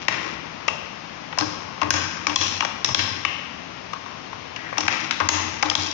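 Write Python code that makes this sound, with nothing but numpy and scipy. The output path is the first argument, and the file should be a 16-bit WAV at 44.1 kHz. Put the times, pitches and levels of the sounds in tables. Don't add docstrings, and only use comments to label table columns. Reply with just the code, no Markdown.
import sys
import numpy as np
from scipy import signal
from scipy.fft import rfft, irfft, next_fast_len
from scipy.io import wavfile
from scipy.ndimage import uniform_filter1d, minimum_filter1d

SR = 44100
rng = np.random.default_rng(int(sys.argv[2]) if len(sys.argv) > 2 else 0)


def materialize(psi):
    bounded = np.clip(np.atleast_2d(psi).T, -1, 1)
    quanta = np.round(bounded * 32767).astype(np.int16)
    wavfile.write(sys.argv[1], SR, quanta)


N = 261513
THUMP_BELOW_HZ = 450

# (time [s], level before strike_db [dB], hardness of the contact as tilt [dB/octave],
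# pitch of the struck board [Hz], how far that board stands out [dB], weight of the large low boards [dB])
KNOCKS = [(0.0816, -5.5, -6, 2200, 5, -3), (0.679, -17, -2, 1180, 4, 2), (0.6836, -16, -4, 2750, 10, 3),
          (0.6979, -27, -3, 2750, 14, -1), (1.325, -26.5, -15, 3160, 9, -1.5),
          (1.3741, -21.5, -15, 6650, 12, 7.5), (1.3855, -13, -0.5, 5390, 7, 2),
          (1.4001, -25, -2, 3400, 16, 10), (1.408, -18.5, -8, 4400, 15, 6),
          (1.4217, -21, -5, 1630, 13.5, 15), (1.8149, -16, -5.5, 2770, 5.5, 7.5),
          (1.8196, -12.5, -9.7, 965, 11.5, 4.5), (1.8293, -18, -12, 4740, 7, -4),
          (1.9043, -4, -3.5, 6340, 8, -6), (1.9376, -17.5, 5.5, 2040, 13, 15.5),
          (2.2673, -11.5, -2, 5400, 4, 2), (2.279, -21.5, -8.5, 1580, 9, 10),
          (2.2946, -21, -7, 3040, 13, 3), (2.3585, -5.5, 2, 6300, 4, 0), (2.4115, -24, 0.5, 3340, 5, 5),
          (2.6053, -12, -5, 2750, 8, -0.5), (2.6225, -21, -12, 1300, 8, 2), (2.6284, -23, -8, 940, 12.5, 5),
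          (2.648, -18, -5, 1000, 5, 1), (2.8448, -9, 0.3, 5650, 4, -0.5), (2.8569, -23, -1, 5370, 12, -4),
          (2.8876, -22, 0.5, 3490, 6, 14), (2.9458, -5.5, -1.5, 4200, 6, -2),
          (2.991, -16, -5.5, 3180, 4.5, -10), (3.25, -11, -6, 2630, 11, -4), (3.9318, -22, -6, 1090, 13, 0),
          (4.06, -31, -10, 1050, 14, 0), (4.3277, -28, -9, 1050, 7, 4), (4.5609, -25.5, -3.5, 2750, 11, 0),
          (4.7246, -25, -12.5, 1710, 8, 12), (4.7713, -24.5, -12, 990, 17, -12),
          (4.7806, -14.5, -1, 2900, 4, 7), (4.805, -20.5, 0, 5200, 5, 4), (4.8793, -4.5, -6.5, 2200, 4, -4),
          (5.1089, -12, -3.5, 3700, 6, -9), (5.123, -24, -7, 3000, 4, -5), (5.2005, -13.5, -10, 5120, 4, 4),
          (5.2074, -14, -14, 1050, 12, -6), (5.215, -21, -12, 1100, 8, -6), (5.2874, -3.5, 0.5, 2000, 6, 3),
          (5.6256, -11, 1, 2160, 10.5, 9), (5.629, -12.5, -11.5, 5020, 7, 3.5),
          (5.657, -22, -4, 3810, 10, 11), (5.6982, -14, 2, 4700, 5, 0), (5.711, -21.5, -6, 2210, 8, 10),
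          (5.7513, -8, 1, 3700, 7, 2)]


def knocks(scatter_s=0.0016, hard_db=-12, linger=0.49, rattle_s=0.0096, rattle_db=-17, board_octaves=0.3,
           strike_db=1.02, thump_db=-22, soft_above_hz=1560, thump_full_hz=202, size=8192):
    s, level_db, tilt_db, board_hz, board_db, body_db = np.transpose(KNOCKS)
    t, hz = np.arange(size) / SR, np.fft.rfftfreq(size, 1 / SR)

    softness_db = np.clip(hard_db - level_db[:, None], 0, 14)
    chatter = np.exp(-t / (scatter_s * from_db(linger * softness_db)))
    spread = chatter + from_db(rattle_db) * np.exp(-t / rattle_s)
    noise = rng.standard_normal((len(s), 2, size)).swapaxes(0, 1)
    force = at_microphones(evened(rfft(noise * spread)), hz)

    modes, mode_hz = frame_modes(hz), np.array(FRAME_MODES)[:, 0]
    near = np.exp(-(np.log2(mode_hz / board_hz[:, None]) / board_octaves) ** 2)
    octaves = np.log2(mode_hz / soft_above_hz)
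    favour_db = board_db[:, None] * near
    favour_db = favour_db + tilt_db[:, None] * np.clip(octaves, 0, 2)
    favour_db = favour_db + body_db[:, None] * np.clip(-2 * octaves, 0, 1)
    boards = (from_db(favour_db) * (mode_hz >= THUMP_BELOW_HZ)) @ modes

    frame = (mode_hz < THUMP_BELOW_HZ) @ modes * np.minimum(hz / thump_full_hz, 1) ** 2
    knock = at_level(force * boards, level_db + strike_db, size)
    thump = at_level(force * frame, level_db + thump_db + strike_db, size)
    return placed(s, knock + thump, size)


# (time [s], pitch [Hz], direct level [dB], decay time to -60 dB [s],
# level sent into the room, relative to the direct level [dB])
CLACKS = [(0.68, 620, -21, .015, -3), (0.683, 1190, -16, .015, -13), (0.683, 2150, -16, .008, -10),
          (0.684, 2740, -11, .024, -6), (1.386, 1050, -18, .03, -2), (1.386, 5450, -17, .003, 3),
          (1.905, 1550, -11, .018, -3), (1.905, 5160, -9, .009, -3), (1.905, 10500, -9, .001, -15),
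          (2.268, 1150, -14, .02, -5), (2.268, 2320, -12.5, .014, -6), (2.36, 1060, -9, .03, -6),
          (2.36, 2600, -14, .012, 2), (2.36, 3330, -1, .012, -8), (2.36, 4130, -13, .018, 0),
          (2.36, 5770, -11, .012, 0), (2.412, 3330, -19, .012, -3), (2.845, 3700, -15, .012, -5),
          (2.845, 5400, -19, .008, 5), (2.946, 3300, -7, .01, -7), (2.946, 5400, -8, .008, -1),
          (3.25, 1170, -16, .025, -5), (3.25, 2250, -12, .007, 1), (3.25, 2850, -17, .006, 7),
          (4.781, 5650, -17, .006, 1), (5.109, 1500, -15, .012, -5), (5.109, 2200, -12.5, .01, -7),
          (5.288, 5000, -9, .007, -7), (5.288, 6500, -6, .01, -4), (5.699, 3200, -15, .008, -7),
          (5.752, 3250, -13, .012, -8)]


def clacks(rise_s=0.0006, size=8192):
    s, hz, level_db, t60, echo_db = np.transpose(CLACKS)[:, :, None]
    t = np.arange(size) / SR
    decay = from_db(-np.minimum(60 * t / t60, 200))
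    spectra = rfft((1 - np.exp(-t / rise_s)) * decay * np.sin(2 * np.pi * hz * t))[None]
    direct = placed(s[:, 0], at_level(spectra, level_db[:, 0], size), size)
    to_room = placed(s[:, 0], at_level(spectra, (level_db + echo_db)[:, 0], size), size)
    return direct, to_room


# (time [s], pitch [Hz], level [dB], decay time to -60 dB [s])
LINGERING_TONES = [(0.684, 2707, -32, .6), (0.684, 2815, -35, 0.4), (1.905, 5162, -33, .7),
                   (2.359, 3203, -31, .5), (2.359, 3375, -32, .5), (2.359, 4096, -33, .65),
                   (2.359, 5765, -33, .65), (2.946, 5356, -32, .8), (2.946, 5431, -31, .8),
                   (3.25, 2099, -33, .6), (3.25, 2777, -33, .6), (3.932, 1076, -39, .8),
                   (4.565, 1679, -39, 1.2), (4.565, 1932, -39, 1.2), (5.288, 6626, -34, .55),
                   (5.288, 6723, -35, .55)]


def lingering_tones(rise_s=0.004):
    return sum(struck(s, hz, db, t60, rise_s) for s, hz, db, t60 in LINGERING_TONES)


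# (time [s], sway in the lowest mode [dB], boom in the mode near 300 Hz [dB]), both before drum_db
LANDINGS = [(1.41, -51, -15.5), (1.825, -27, -19), (1.925, -25.5, -21), (2.275, -40, -17.5),
            (2.385, -25, -26), (2.959, -32, -36), (3.26, -38, -45), (4.7814, -44, -23), (5.214, -29, -26),
            (5.305, -27, -22), (5.645, -32.5, -18), (5.775, -30, -23)]
# (pitch before detuning [Hz], decay time to -60 dB [s])
DRUM_MODES = [(92, 0.84), (301, 0.34)]


def swaying(rise_s=0.0068, drum_db=-5, detune=0.013):
    spots = rng.standard_normal((len(LANDINGS), len(DRUM_MODES)))
    shifts = 1 + detune * np.clip(spots, -1.5, 1.5)
    out = 0
    for (s, *levels_db), row in zip(LANDINGS, shifts):
        for (hz, t60), db, shift in zip(DRUM_MODES, levels_db, row):
            out = out + struck(s, hz * shift, db + drum_db, t60, rise_s)
    return out


# (start [s], end [s], level at the start [dB], dying away [dB/s], brightest pitch [Hz],
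# fall to either side [dB/octave], rumble of the frame at the start [dB], pitch of the rumble [Hz])
ROLLS = [(0.0, 0.061, -34.5, 1, 2400, 7, -55, 200), (0.103, 0.36, -30, 18.5, 1400, 7, -37, 370),
         (0.38, 0.665, -45, 0, 1310, 12, -56, 300), (1.39, 1.56, -35, 35, 1500, 4, -36, 200),
         (1.565, 1.806, -38.5, -2, 980, 10, -52, 200), (1.825, 1.91, -34.5, 20, 600, 10, -33, 180),
         (1.93, 2.264, -31.5, 18, 1500, 7, -42, 220), (2.28, 2.36, -34, 20, 600, 10, -34, 220),
         (2.39, 2.6, -26.5, 28, 3500, 3, -39, 220), (2.875, 2.95, -35.5, 0, 1000, 10, -33, 160),
         (2.96, 3.22, -28, 35.5, 2000, 14, -37, 170), (4.57, 4.787, -34, -1, 1800, 28, -48, 190),
         (4.8, 4.88, -29, 0, 1300, 5, -37, 210), (4.91, 5.1, -27, 20, 1900, 3.5, -39, 300),
         (5.215, 5.29, -33, 10, 600, 8, -36, 210), (5.313, 5.612, -29.5, 27, 2200, 4, -37, 230),
         (5.782, 5.934, -28.5, 12, 5000, 6, -41, 300)]


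def rolling(fade_s=0.015, rumble_slope_db=8, size=22050):
    out, t = np.zeros(N + size), np.arange(size) / SR
    modes, mode_hz = frame_modes(np.fft.rfftfreq(size, 1 / SR)), np.array(FRAME_MODES)[:, 0]
    for start, end, level_db, slowing_db, bright_hz, slope_db, rumble_db, rumble_hz in ROLLS:
        runway = from_db(-slope_db * abs(np.log2(mode_hz / bright_hz))) @ modes
        low_modes = from_db(-rumble_slope_db * abs(np.log2(mode_hz / rumble_hz)))
        frame = ((mode_hz < THUMP_BELOW_HZ) * low_modes) @ modes
        grain = rms_one(irfft(bumps(per_s=450, size_db=4.5, size=size) * runway, size))
        rumble = rms_one(irfft(bumps(per_s=120, size_db=3, size=size) * frame, size))
        fade = np.clip(np.minimum(t, end - start - t) / fade_s, 0, 1) * from_db(-slowing_db * t)
        first = int(start * SR)
        out[first:first + size] += (from_db(level_db) * grain + from_db(rumble_db) * rumble) * fade
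    return out[:N]


def bumps(per_s, size_db, size):
    sizes = from_db(size_db * np.minimum(rng.exponential(1, size), 3))
    sizes = sizes * rng.choice([-1, 1], size)
    return rfft(sizes * (rng.random(size) < per_s / SR))


# (pitch [Hz], width [Hz], level [dB])
FRAME_MODES = [(97, 16, -6.5), (124.2, 16, -6.5), (171.2, 13, -10.5), (233, 21, -6), (304.7, 24, -3.5),
               (377, 92, -10.5), (536.6, 71, -4.5), (644, 108, -5.5), (820, 65, -0.74), (914, 70, -0.2),
               (1086, 97, 2.54), (1249, 112, 0.5), (1375, 133, -2), (1600, 98, 1.6), (1890, 224, 0),
               (2327, 343, 0.7), (2727, 153, 4), (2980, 140, 0.1), (3314, 278, -0.6), (3750, 385, -2.3),
               (4150, 360, -2.5), (4750, 510, -4), (5190, 295, 2.5), (5480, 277, 1), (5770, 316, 1.5),
               (6500, 470, -2.5), (7090, 540, -7.7), (8640, 1060, -14.5), (11100, 1700, -25),
               (14000, 1500, -29)]


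def frame_modes(hz):
    centre, width, db = np.transpose(FRAME_MODES)[:, :, None]
    sign = (-1) ** np.arange(len(FRAME_MODES))[:, None]
    return sign * from_db(db) * 1j * hz * width / (centre ** 2 - hz ** 2 + 1j * hz * width)


# (pitch [Hz], decay time to -60 dB [s])
ROOM_T60 = [(90, 0.1), (260, 1), (900, 1.02), (2000, 1.16), (3600, 0.98), (5800, 0.96), (12000, .5)]
# (pitch [Hz], echo energy against the direct sound [dB])
ROOM_DB = [(90, 4.5), (160, 1), (260, -1), (900, -4.5), (2000, -7), (3600, -6), (6500, -9), (9500, -8.5),
           (14000, -21.5)]


def room(x, first_wall_s=0.0034, build_s=0.0025):
    t = np.arange(SR * 3 // 2) / SR
    noise, hz = diffuse(len(t))
    onset = 1 - np.exp(-np.maximum(t - first_wall_s, 0) / build_s)
    edges = np.geomspace(45, 18000, 18)
    echoes = 0
    for low, high in zip(edges, edges[1:]):
        centre = np.sqrt(low * high)
        decay = onset * from_db(-60 * t / at_hz(ROOM_T60, centre))
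        band = irfft(noise * ((hz >= low) & (hz < high)), len(t))
        echoes = echoes + band * decay / np.linalg.norm(decay) * from_db(at_hz(ROOM_DB, centre))
    return signal.fftconvolve(x[None], echoes, axes=1)[:, :N]


# (time [s], pitch before the waver [Hz], level [dB])
HUM = [(0, 159.2, -55), (0.5, 160, -48), (1.0, 165.2, -52), (2.2, 170, -48), (3.2, 171.7, -57),
       (3.7, 175.6, -48), (4.2, 178.6, -61)]


def hum(waver_hz=2.57, size=40):
    t, (s, hz, db) = np.arange(N) / SR, np.transpose(HUM)
    waver = np.interp(t, np.linspace(0, t[-1], size), rng.standard_normal(size))
    turns = np.cumsum(np.interp(t, s, hz) + waver_hz * waver) / SR
    return np.sqrt(2) * from_db(np.interp(t, s, db)) * np.sin(2 * np.pi * turns)


# (pitch [Hz], relative level per Hz [dB])
HISS = [(25, -25), (48, -22), (70, -5.5), (100, -5), (170, -2), (260, -0.5), (400, -5.5), (1050, -2.3),
        (1500, -6), (2700, -5), (4300, -15.5), (5600, -14.5), (6600, -20), (7400, -39), (9000, -72),
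        (16000, -43)]


def hiss(level_db=-33.5):
    size = next_fast_len(N)
    noise, hz = diffuse(size)
    return from_db(level_db) * rms_one(irfft(noise * from_db(at_hz(HISS, hz)), size)[:, :N])


def diffuse(size):
    hz = np.fft.rfftfreq(size, 1 / SR)
    return at_microphones(rfft(rng.standard_normal((2, size))), hz), hz


# (pitch [Hz], likeness [1 = the same])
LIKENESS = [(25, 0.7), (70, 0.96), (250, 0.85), (600, 0.5), (1200, 0.23), (3000, 0.02), (8000, -0.07)]


def at_microphones(spectra, hz):
    alike = np.clip(at_hz(LIKENESS, hz), 0, 0.99)
    return np.array([spectra[0], alike * spectra[0] + np.sqrt(1 - alike ** 2) * spectra[1]])


def from_db(db):
    return 10 ** (np.asarray(db) / 20)


def rms_one(x):
    return x / np.sqrt(np.mean(x ** 2) + 1e-20)


def at_hz(points, hz):
    known_hz, value = np.transpose(points)
    return np.interp(np.log(np.maximum(hz, 1)), np.log(known_hz), value)


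def evened(spectra, size=130):
    return spectra / np.sqrt(uniform_filter1d(abs(spectra) ** 2, size, axis=-1) + 1e-12)


def at_level(spectra, level_db, size):
    level = np.sqrt(2 * np.sum(abs(spectra) ** 2, axis=-1) / size / (0.01 * SR))
    return spectra * (from_db(level_db) / level)[..., None]


def placed(times, spectra, size):
    out = np.zeros((2, N + size))
    fade = np.clip(np.linspace(4, -1, size), 0, 1)
    for s, blow in zip(times, irfft(spectra, size).swapaxes(0, 1)):
        start = round(s * SR)
        out[:, start:start + size] += blow * fade
    return out[:, :N]


def struck(s, hz, level_db, t60, rise_s):
    t = np.maximum(np.arange(N) / SR - s, 0)
    decay = from_db(level_db - np.minimum(60 * t / t60, 200))
    return np.sqrt(2) * decay * (1 - np.exp(-t / rise_s)) * np.sin(2 * np.pi * hz * t)


# (pitch [Hz], left minus right [dB])
BALANCE_DB = [(60, 6.1), (170, 7.4), (320, 10.5), (700, 13.9), (1400, 14.8), (2800, 13.3), (5600, 7.9),
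              (11000, 5.4)]


def scene(tone_echo_db=-8, right_lag_s=0.000872):
    tones = lingering_tones()
    clack, clack_to_room = clacks()
    toy = knocks() + rolling()
    sent = toy + clack_to_room + from_db(tone_echo_db) * tones
    echoes = (room(sent[0]) + room(sent[1])) / np.sqrt(2)
    left, right = toy + clack + tones + echoes + swaying() + hum() + hiss()

    size = next_fast_len(N + SR // 10)
    hz = np.fft.rfftfreq(size, 1 / SR)
    weaker_later = from_db(-at_hz(BALANCE_DB, hz)) * np.exp(-2j * np.pi * hz * right_lag_s)
    return np.array([left, irfft(rfft(right, size) * weaker_later, size)[:N]])


def hold(db, db_per_s):
    fall = db_per_s * np.arange(N) / SR
    return np.maximum.accumulate(db + fall) - fall


def compress(x, threshold_db=-12, share=0.61, release_db_per_s=190, attack_db_per_s=700, window_s=0.0022):
    window = int(window_s * SR)
    level_db = 10 * np.log10(np.maximum(uniform_filter1d(x[0] ** 2, window), 1e-12))
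    excess_db = np.maximum(level_db - threshold_db, 0) * share
    released_db = hold(excess_db, release_db_per_s)
    duck_db = hold(released_db[::-1], attack_db_per_s)[::-1]
    return x * from_db(-uniform_filter1d(duck_db, window))


def limit(x, ceiling=0.92, window_s=0.0015):
    window = int(window_s * SR)
    gain = np.minimum(ceiling / (abs(x).max(axis=0) + 1e-9), 1)
    return x * uniform_filter1d(minimum_filter1d(gain, window), window)


def record(dry, treble_hz=7000, leak_db=-20, cutoff_hz=16500):
    low_pass = signal.butter(14, treble_hz, fs=SR, output="sos")
    dull = signal.sosfilt(low_pass, dry) + from_db(leak_db) * dry
    top_cut = signal.ellip(10, 0.1, 80, cutoff_hz, fs=SR, output="sos")
    return signal.sosfilt(top_cut, limit(compress(dull)))


dry = scene()
out = record(dry)
materialize(out)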